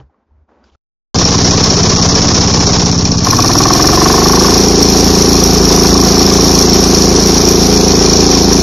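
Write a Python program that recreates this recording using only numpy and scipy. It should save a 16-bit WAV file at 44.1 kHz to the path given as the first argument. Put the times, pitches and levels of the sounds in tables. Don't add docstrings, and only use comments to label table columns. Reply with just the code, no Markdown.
import sys
import numpy as np
from scipy import signal
from scipy.fft import rfft, irfft, next_fast_len
from scipy.io import wavfile
from scipy.ndimage import uniform_filter1d, map_coordinates

SR = 44100
rng = np.random.default_rng(int(sys.argv[2]) if len(sys.argv) > 2 else 0)


def inscribe(sig):
    pcm = np.round(np.clip(np.atleast_2d(sig).T, -1, 1) * 32767)
    wavfile.write(sys.argv[1], SR, pcm.astype(np.int16))


def magnitude_from_level(level_db):
    exponent = np.asarray(level_db, float) / 20
    return 10 ** exponent


N = 380141
CUT_S, START_S, PULL_S = .757, 1.1445, 3.25

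# (time [s], hold [s], thud [dB], rustle [dB], crinkle [dB])
HAND_MOVES = [
    (.0, 0.0018, -46, -41, -61),
    (.02, .05, -45, -68, -85),
    (.1, 0.13, -66, -65, -92),
    (.27, .03, -60, -70, -93),
    (0.318, 0.11, -49, -68, -93),
    (0.491, .14, -60, -52.5, -77),
    (.64, 0.053, -57, -54.5, -63),
    (.72, .04, -51, -62, -66),
]
# (time [s], peak level [dB], pitch [Hz])
BOTTLE_TAPS = [(.001, -34, 130), (.001, -46, 3020), (.097, -51, 800), (.144, -51, 1100), (.309, -53, 912),
               (.487, -52, 900), (.519, -46, 536), (.574, -46, 576), (.641, -47, 4800), (.641, -46, 1500),
               (.699, -52, 3200), (.75, -46, 1310)]
# (frequency [Hz], level [dB per Hz])
RUSTLE_TONE = [(120, -30), (200, 3), (540, -3), (1000, -6), (1500, -13), (2500, -25), (4000, -39)]
# (time [s], rate [cycles per s])
ENGINE_SPEED = [(1.14, 15.423), (1.5, 15.542), (3.0, 15.585), (3.2, 15.318), (3.5, 18.485), (3.9, 22.804),
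                (4.3, 26.14), (4.6, 28.327), (4.75, 27.855), (7.0, 27.791), (7.7, 27.881), (8.62, 27.733)]
# (time [s], load [0 coasting, 1 idling, 2 cruising, 3 pulling, 4 taking the load])
ENGINE_LOAD = [(1.14, 1.15), (2, 0.93), (2.75, 0.94), (2.88, 0.58), (3.22, 0.015), (3.26, 3.47), (3.6, 3.3),
               (4, 3.04), (4.5, 2.77), (4.65, 2.14), (6, 2.55), (7.9, 1.9), (8.1, 1.76), (8.62, 1.9)]
# (exhaust roar [dB], knock [dB], valve clatter [dB], rebuilt treble [dB])
LAYER_LEVELS = [
    (-19, -27.5, -16, -64),
    (-10.5, -19.5, -14.5, -66),
    (-12.5, -30, -14, -31),
    (-11, -16, -15, -28.5),
    (-18.5, -14, 0, -37.5),
]
GAS_SURGES = [(.33, -.3, .385, .255, -.65), (.375, .6, .43, .30, .8), (.42, -.7, .50, .40, -.55),
              (.50, .35, .59, .505, .75), (.625, -.6, .635, .55, -.65), (.66, .55, .70, .62, .55),
              (.885, -.45, .91, .84, -.6), (.93, .45, 1.0, .99, .25)]
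# (multiple of cycle rate, idling [dB rms], under load [dB rms])
PULSE_ORDERS = [(1, -42, -24.5), (2, -29.5, -21.5), (3, -37.5, -27), (4, -24.5, -35.5), (5, -26, -24),
                (6, -20, -19.5), (7, -23.5, -17.5), (8, -28, -27), (9, -25.5, -24.5), (10, -25.5, -22.5),
                (11, -19, -31.5), (12, -24.5, -27.5), (13, -27, -25.5), (14, -26, -24), (15, -26.5, -25.5),
                (16, -29.5, -25.5), (17, -35.5, -32.5), (18, -25.5, -26), (19, -29.5, -26), (20, -51, -47),
                (21, -47, -44.5), (22, -36.5, -39), (23, -60, -39.5), (24, -47, -37.5), (25, -44, -45.5),
                (26, -37, -31.5), (27, -44, -34), (28, -35, -33.5)]
# (frequency [Hz], gain [dB])
PIPE_GAIN = [(16, 0), (32, -11), (71, 8.5), (148, -1), (310, 6.5), (423, 5.5), (526, -4), (800, 4.5)]
# (frequency [Hz], level [dB per Hz])
ROAR_TONE = [(60, -17), (200, -12), (420, -7), (580, -15), (775, -13.5), (1150, -19), (1350, -22),
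             (2000, -25),
             (2880, -26), (4300, -19.5), (4960, -15), (5560, -11), (6400, -17.5), (7600, -29), (8300, -45)]
# (frequency [Hz], width [Hz], level [dB])
BLOCK_MODES = [(468, 190, -7.5), (742, 108, -1), (1085, 214, 1.5), (1327, 370, -12.5), (1766, 82, -9)]
# (frequency [Hz], width [Hz], level [dB])
VALVE_MODES = [(2426, 192, -13), (3530, 250, -15.5), (4290, 406, -6), (5568, 600, 3), (6190, 910, -14.5)]
# (place idling [cycle], place as the pull begins [cycle],
# place at full speed [cycle], half length [ms], level idling [dB], level under load [dB])
ROAR_BURSTS = [(.10, .10, 0.3, 18.3, 10, 11), (.30, 0.42, 0.53, 5.8, 10, 9.5), (.85, .95, 1, 4.0, 12.5, -2)]
KNOCK_BURSTS = [(.14, .105, .04, 4.0, -3, 3), (.2, .15, .17, 2.5, -6, 1), (.58, .59, .48, 1.5, -1, -3)]
VALVE_BURSTS = [(.74, .72, .70, 2.6, 1, 2.5), (.59, .37, .325, 1.0, -1, 1.5), (.88, .55, .56, .6, -1, -4),
                (.075, .10, .005, .9, 0, -1.5)]
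# (multiple of cycle rate, level [dB])
GEAR_TONES = [(31, -20), (34, -25)]
# (frequency [Hz], share of moments empty [0-1])
HOLE_SHARES = [(1500, 0), (2100, .07), (3000, .1), (3800, .01), (6900, .01), (7400, .25), (8200, .6),
               (8700, .08), (12000, .05), (15500, .25)]
# (frequency [Hz], level [dB per Hz])
TREBLE_TONE = [(7600, -3), (8300, -12), (8930, -9), (11800, 0), (12600, -4), (13700, -9), (14000, -15),
               (15600, -22)]
# (low edge [Hz], high edge [Hz], share of frames filled [0-1])
TREBLE_BANDS = [(7700, 10300, .97), (10300, 12300, .95), (12300, 13400, .88), (13400, 14400, .7),
                (14400, 15600, .45)]
TREBLE_FILL = [(0, .5), (1, .6), (1.4, 1)]
# (frequency [Hz], level [dB rms])
TREBLE_WHISTLES = [(8463, -60), (8786, -44), (9130, -48.5), (9819, -41), (11800, -64), (12575, -45),
                   (13264, -56), (13954, -60), (14643, -64)]
# (frequency [Hz], side minus mid [dB])
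STEREO_WIDTH = [(60, -55), (180, -54), (550, -48.5), (1650, -34.5), (4970, -39), (15000, -33.5)]
# (time [s], length [s], level [dB])
STEREO_FLICKERS = [(1.138, 2.1, 0), (3.248, .22, 1.5), (3.766, 0.059, 0), (4.837, .21, 2.5), (5.444, .2, 1),
                   (6.055, 0.17, 0), (6.363, .07, 3.5), (6.613, 0.065, -5), (6.973, .07, 2.5),
                   (7.86, 0.083, 2), (8.553, .07, 0)]


def rms_one(x):
    return x / np.sqrt(np.mean(x ** 2) + 1e-20)


def in_time(rows):
    time_s, *columns = np.transpose(rows)
    return [np.interp(np.arange(N) / SR, time_s, column) for column in columns]


def coloured(x, points):
    hz, db = np.transpose(points)
    size = next_fast_len(N, True)
    log_hz = np.log(np.arange(size // 2 + 1) * SR / size + 1)
    gain = magnitude_from_level(np.interp(log_hz, np.log(hz), db, left=-90, right=-90))
    return irfft(rfft(x, size) * gain, size)[..., :N]


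def band(x, low_hz, high_hz):
    return signal.sosfilt(signal.butter(2, [low_hz, high_hz], "band", fs=SR, output="sos"), x)


def resonances(x, modes):
    out = 0
    for k, (hz, width_hz, db) in enumerate(modes):
        r = np.exp(-np.pi * width_hz / SR)
        top = [1 - r * r, 0, r * r - 1]
        bottom = [2, -4 * r * np.cos(2 * np.pi * hz / SR), 2 * r * r]
        rung = x[k % len(x)]
        for _ in range(2):
            rung = signal.lfilter(top, bottom, rung)
        out = out + magnitude_from_level(db) * rung
    return rms_one(out)


def hand_levels():
    grip_db_per_s, let_go_db_per_s = 1500, 500
    t = np.arange(SR) / SR
    out = np.full((3, N), -120.)
    for s, hold, *db in HAND_MOVES:
        loss = grip_db_per_s * np.maximum(s - t, 0) + let_go_db_per_s * np.maximum(t - s - hold, 0)
        out[:, :SR] = np.maximum(out[:, :SR], np.array(db)[:, None] - loss)
    return out


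def bottle():
    thud_db, rustle_db, crinkle_db = hand_levels()
    noise = rng.standard_normal((3, N))
    out = magnitude_from_level(thud_db) * resonances(noise[:1], [(67.6, 17, 19), (120, 60, -4)])
    out += (magnitude_from_level(rustle_db - 1.0) + magnitude_from_level(-71.5)) * rms_one(coloured(noise[1], RUSTLE_TONE))
    out += (magnitude_from_level(crinkle_db) + magnitude_from_level(-93)) * rms_one(band(noise[2], 2000, 6000))
    t = np.arange(5000) / SR
    for s, db, hz in BOTTLE_TAPS:
        i = round(s * SR)
        fade_s = .015 + 18 / hz
        out[i:i + len(t)] += magnitude_from_level(db - 60 * t / fade_s) * np.sin(2 * np.pi * hz * t)
    after_s = np.arange(N) / SR - CUT_S
    return out * magnitude_from_level(-np.clip(25 + 700 * after_s, 0, 200) * (after_s > 0))


def crank():
    rate, = in_time(ENGINE_SPEED)
    t = np.arange(N) / SR
    cycles = np.cumsum(rate * (t >= ENGINE_SPEED[0][0])) / SR
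    stage = np.where(t < PULL_S, 0, 1 + np.clip((rate - 16) / 12, 0, 1))
    return cycles, rate, stage


def layer_levels():
    load, = in_time(ENGINE_LOAD)
    return [np.interp(load, np.arange(len(LAYER_LEVELS)), c) for c in np.transpose(LAYER_LEVELS)]


def gas_pulses(cycles, rate, stage):
    shiver, uneven_db, begun_weaker_db = 0.0031, 2.0, 5
    count = int(cycles[-1]) + 2
    at = np.minimum(np.searchsorted(cycles, np.arange(count) + .5), N - 1)
    pull = stage[at]
    orders, pipe = np.array(PULSE_ORDERS), np.array(PIPE_GAIN)
    k = np.arange(1, len(orders) + 1)
    timing = 0
    late = shiver * rng.standard_normal((count, 1))
    for idle, idle_height, begun, full, height in GAS_SURGES:
        place = np.interp(pull, [0, 1, 2], [idle, begun, full])[:, None] + late
        heights = np.where(pull < 1, idle_height, height)[:, None]
        timing = timing + heights * np.exp(-2j * np.pi * k * place)
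    pipe_db = np.interp(np.log(np.outer(rate[at], k)), np.log(pipe[:, 0]), pipe[:, 1])
    load_db = orders[:, 2] + pipe_db - begun_weaker_db * (2 - pull[:, None])
    level_db = np.where(pull[:, None] < 1, orders[:, 1], load_db)
    level_db += uneven_db * rng.standard_normal(level_db.shape)
    spectrum = np.zeros((count, 513), complex)
    spectrum[:, k] = timing / abs(timing) * magnitude_from_level(level_db) * 512 * np.sqrt(2)
    waves = irfft(spectrum, 1024)
    waves = np.hstack([waves, waves[:, :1]])
    return map_coordinates(waves, [np.maximum(cycles - .5, 0), cycles % 1 * 1024], order=1)


def bursts(gates, cycles, rate, stage, floor_db, uneven_db):
    power = magnitude_from_level(floor_db) ** 2
    for idle, begun, full, ms, idle_db, load_db in gates:
        place = np.interp(stage, [0, 1, 2], [idle, begun, full])
        strength = rng.standard_normal(int(cycles[-1]) + 3)[(cycles - place + 1.5).astype(int)]
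        level = magnitude_from_level(np.where(stage < 1, idle_db, load_db) + uneven_db * strength)
        away = (cycles - place + .5) % 1 - .5
        power = power + level ** 2 * np.exp(-(away / rate * 1000 / ms) ** 2 / 2)
    return rms_one(np.sqrt(power))


def blows(gate, cycles, rate, stage):
    passed = np.floor(cycles - np.interp(stage, [0, 1, 2], gate[:3]))
    return rms_one((np.diff(np.maximum.accumulate(passed), prepend=0) > 0) * 1.)


def exhaust_roar(turning):
    gusts = rng.standard_normal(N) * bursts(ROAR_BURSTS, *turning, floor_db=-16, uneven_db=1.0)
    return rms_one(coloured(gusts, ROAR_TONE))


def combustion_knock(turning, knock_db):
    firing = rng.standard_normal((2, N)) * bursts(KNOCK_BURSTS, *turning, floor_db=-10.5, uneven_db=0.8)
    blow_db = np.clip(knock_db + 14, -20, 0) + .7 * (turning[1] - 20)
    firing += magnitude_from_level(blow_db) * blows(KNOCK_BURSTS[0], *turning)
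    return resonances(firing, BLOCK_MODES)


def valve_clatter(turning):
    seating = rng.standard_normal((3, N)) * bursts(VALVE_BURSTS, *turning, floor_db=-22, uneven_db=2.6)
    seating += magnitude_from_level(-15) * blows(VALVE_BURSTS[0], *turning)
    return resonances(seating, VALVE_MODES)


def injector_tick(turning):
    return magnitude_from_level(-33) * rms_one(band(blows(VALVE_BURSTS[1], *turning), 5800, 7200))


def gears(cycles):
    load, = in_time(ENGINE_LOAD)
    teeth = sum(magnitude_from_level(db) * np.sin(2 * np.pi * k * cycles) for k, db in GEAR_TONES)
    return band(teeth * magnitude_from_level(28 * (np.minimum(load, 3) - 3)), 660, 960)


def engine():
    turning = crank()
    roar_db, knock_db, clatter_db, _ = layer_levels()
    mix = magnitude_from_level(1.48) * gas_pulses(*turning)
    mix += magnitude_from_level(roar_db) * exhaust_roar(turning)
    mix += magnitude_from_level(knock_db) * combustion_knock(turning, knock_db)
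    mix += magnitude_from_level(clatter_db) * valve_clatter(turning)
    mix += injector_tick(turning) + gears(turning[0])
    return mix * (np.arange(N) >= START_S * SR)


def scene():
    return np.tile(bottle() + engine(), (2, 1))


def rebuilt_treble(x):
    top_db = layer_levels()[3]
    frame = np.arange(N) // 1024
    frames = frame[-1] + 1
    strength = uniform_filter1d(band(x, 3400, 7000) ** 2, size=300).clip(0)
    follow = rms_one(np.sqrt(strength))
    spectrum = rfft(coloured(rng.standard_normal(N), TREBLE_TONE), 2 ** 19)
    hz_axis = np.arange(2 ** 18 + 1) * SR / 2 ** 19
    shared = uniform_filter1d(rng.standard_normal(frames), size=6)
    stage = crank()[2][::1024]
    fill = np.interp(stage, *np.transpose(TREBLE_FILL))
    out = 0
    for low_hz, high_hz, share in TREBLE_BANDS:
        chance = shared + uniform_filter1d(rng.standard_normal(frames), size=3)
        gain = (chance <= np.quantile(chance, fill * share)) * magnitude_from_level(2.5 * rng.standard_normal(frames))
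        gain *= magnitude_from_level(9 * (stage < 1) * (low_hz == TREBLE_BANDS[0][0]))
        part = irfft(spectrum * (hz_axis > low_hz) * (hz_axis <= high_hz))[:N]
        out = out + uniform_filter1d(gain[frame], size=700) * part
    out = magnitude_from_level(top_db - 0.5) * follow ** 0.84 * rms_one(out)
    t = np.arange(N) / SR
    loaded = np.arange(N) > PULL_S * SR
    for hz, db in TREBLE_WHISTLES:
        on = uniform_filter1d(rng.standard_normal(frames), size=5) > .12
        on = uniform_filter1d(on[frame] * 1., size=512)
        present = np.where(loaded, 1, magnitude_from_level(-14) * (hz < 10000))
        out += magnitude_from_level(db + 6.5) * present * on * np.sin(2 * np.pi * hz * t)
    return out * (np.arange(N) >= START_S * SR)


def empty_weak_bands(x):
    hz, _, cells = signal.stft(x, SR, nperseg=2048)
    power = (abs(cells[:1024]) ** 2).reshape(128, 8, -1).mean(axis=1)
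    local = np.exp(uniform_filter1d(np.log(power + 1e-14), size=9, axis=1))
    power = uniform_filter1d(power / local, size=3, axis=1)
    rank = power.argsort(axis=1).argsort(axis=1) / power.shape[1]
    share = np.interp(hz[4:1024:8], *np.transpose(HOLE_SHARES))
    cells[:1024] *= np.where(rank < share[:, None], .03, 1).repeat(8, axis=0)
    return signal.istft(cells, SR, nperseg=2048)[1][:len(x)]


def stereo_flicker():
    t = np.arange(N) / SR
    on = sum(magnitude_from_level(db) * (t >= s) * (t < s + length) for s, length, db in STEREO_FLICKERS)
    sign = rng.choice([-1, 1, -.3, .3], N // 1024 + 2).repeat(1024)[725:N + 725]
    return uniform_filter1d(on * sign, size=256)


def low_pass(x):
    return signal.sosfilt(signal.butter(12, 15600, fs=SR, output="sos"), x)


def record(dry):
    squashed = dry[0] / (1 + abs(dry[0] / 0.9) ** 2.78) ** (1 / 3.09)
    mid = signal.sosfilt(signal.cheby2(12, 55, 8200, fs=SR, output="sos"), squashed)
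    mid = mid + rebuilt_treble(mid)
    start = round(START_S * SR)
    mid[start:] = empty_weak_bands(mid[start:])
    width = [(20, STEREO_WIDTH[0][1])] + list(STEREO_WIDTH) + [(20000, STEREO_WIDTH[-1][1])]
    side = magnitude_from_level(19) * coloured(mid * stereo_flicker(), width)
    mix = np.clip([mid + side, mid - side], -1.01, 1.01)
    return low_pass(mix)


dry = scene()
out = record(dry)
inscribe(out)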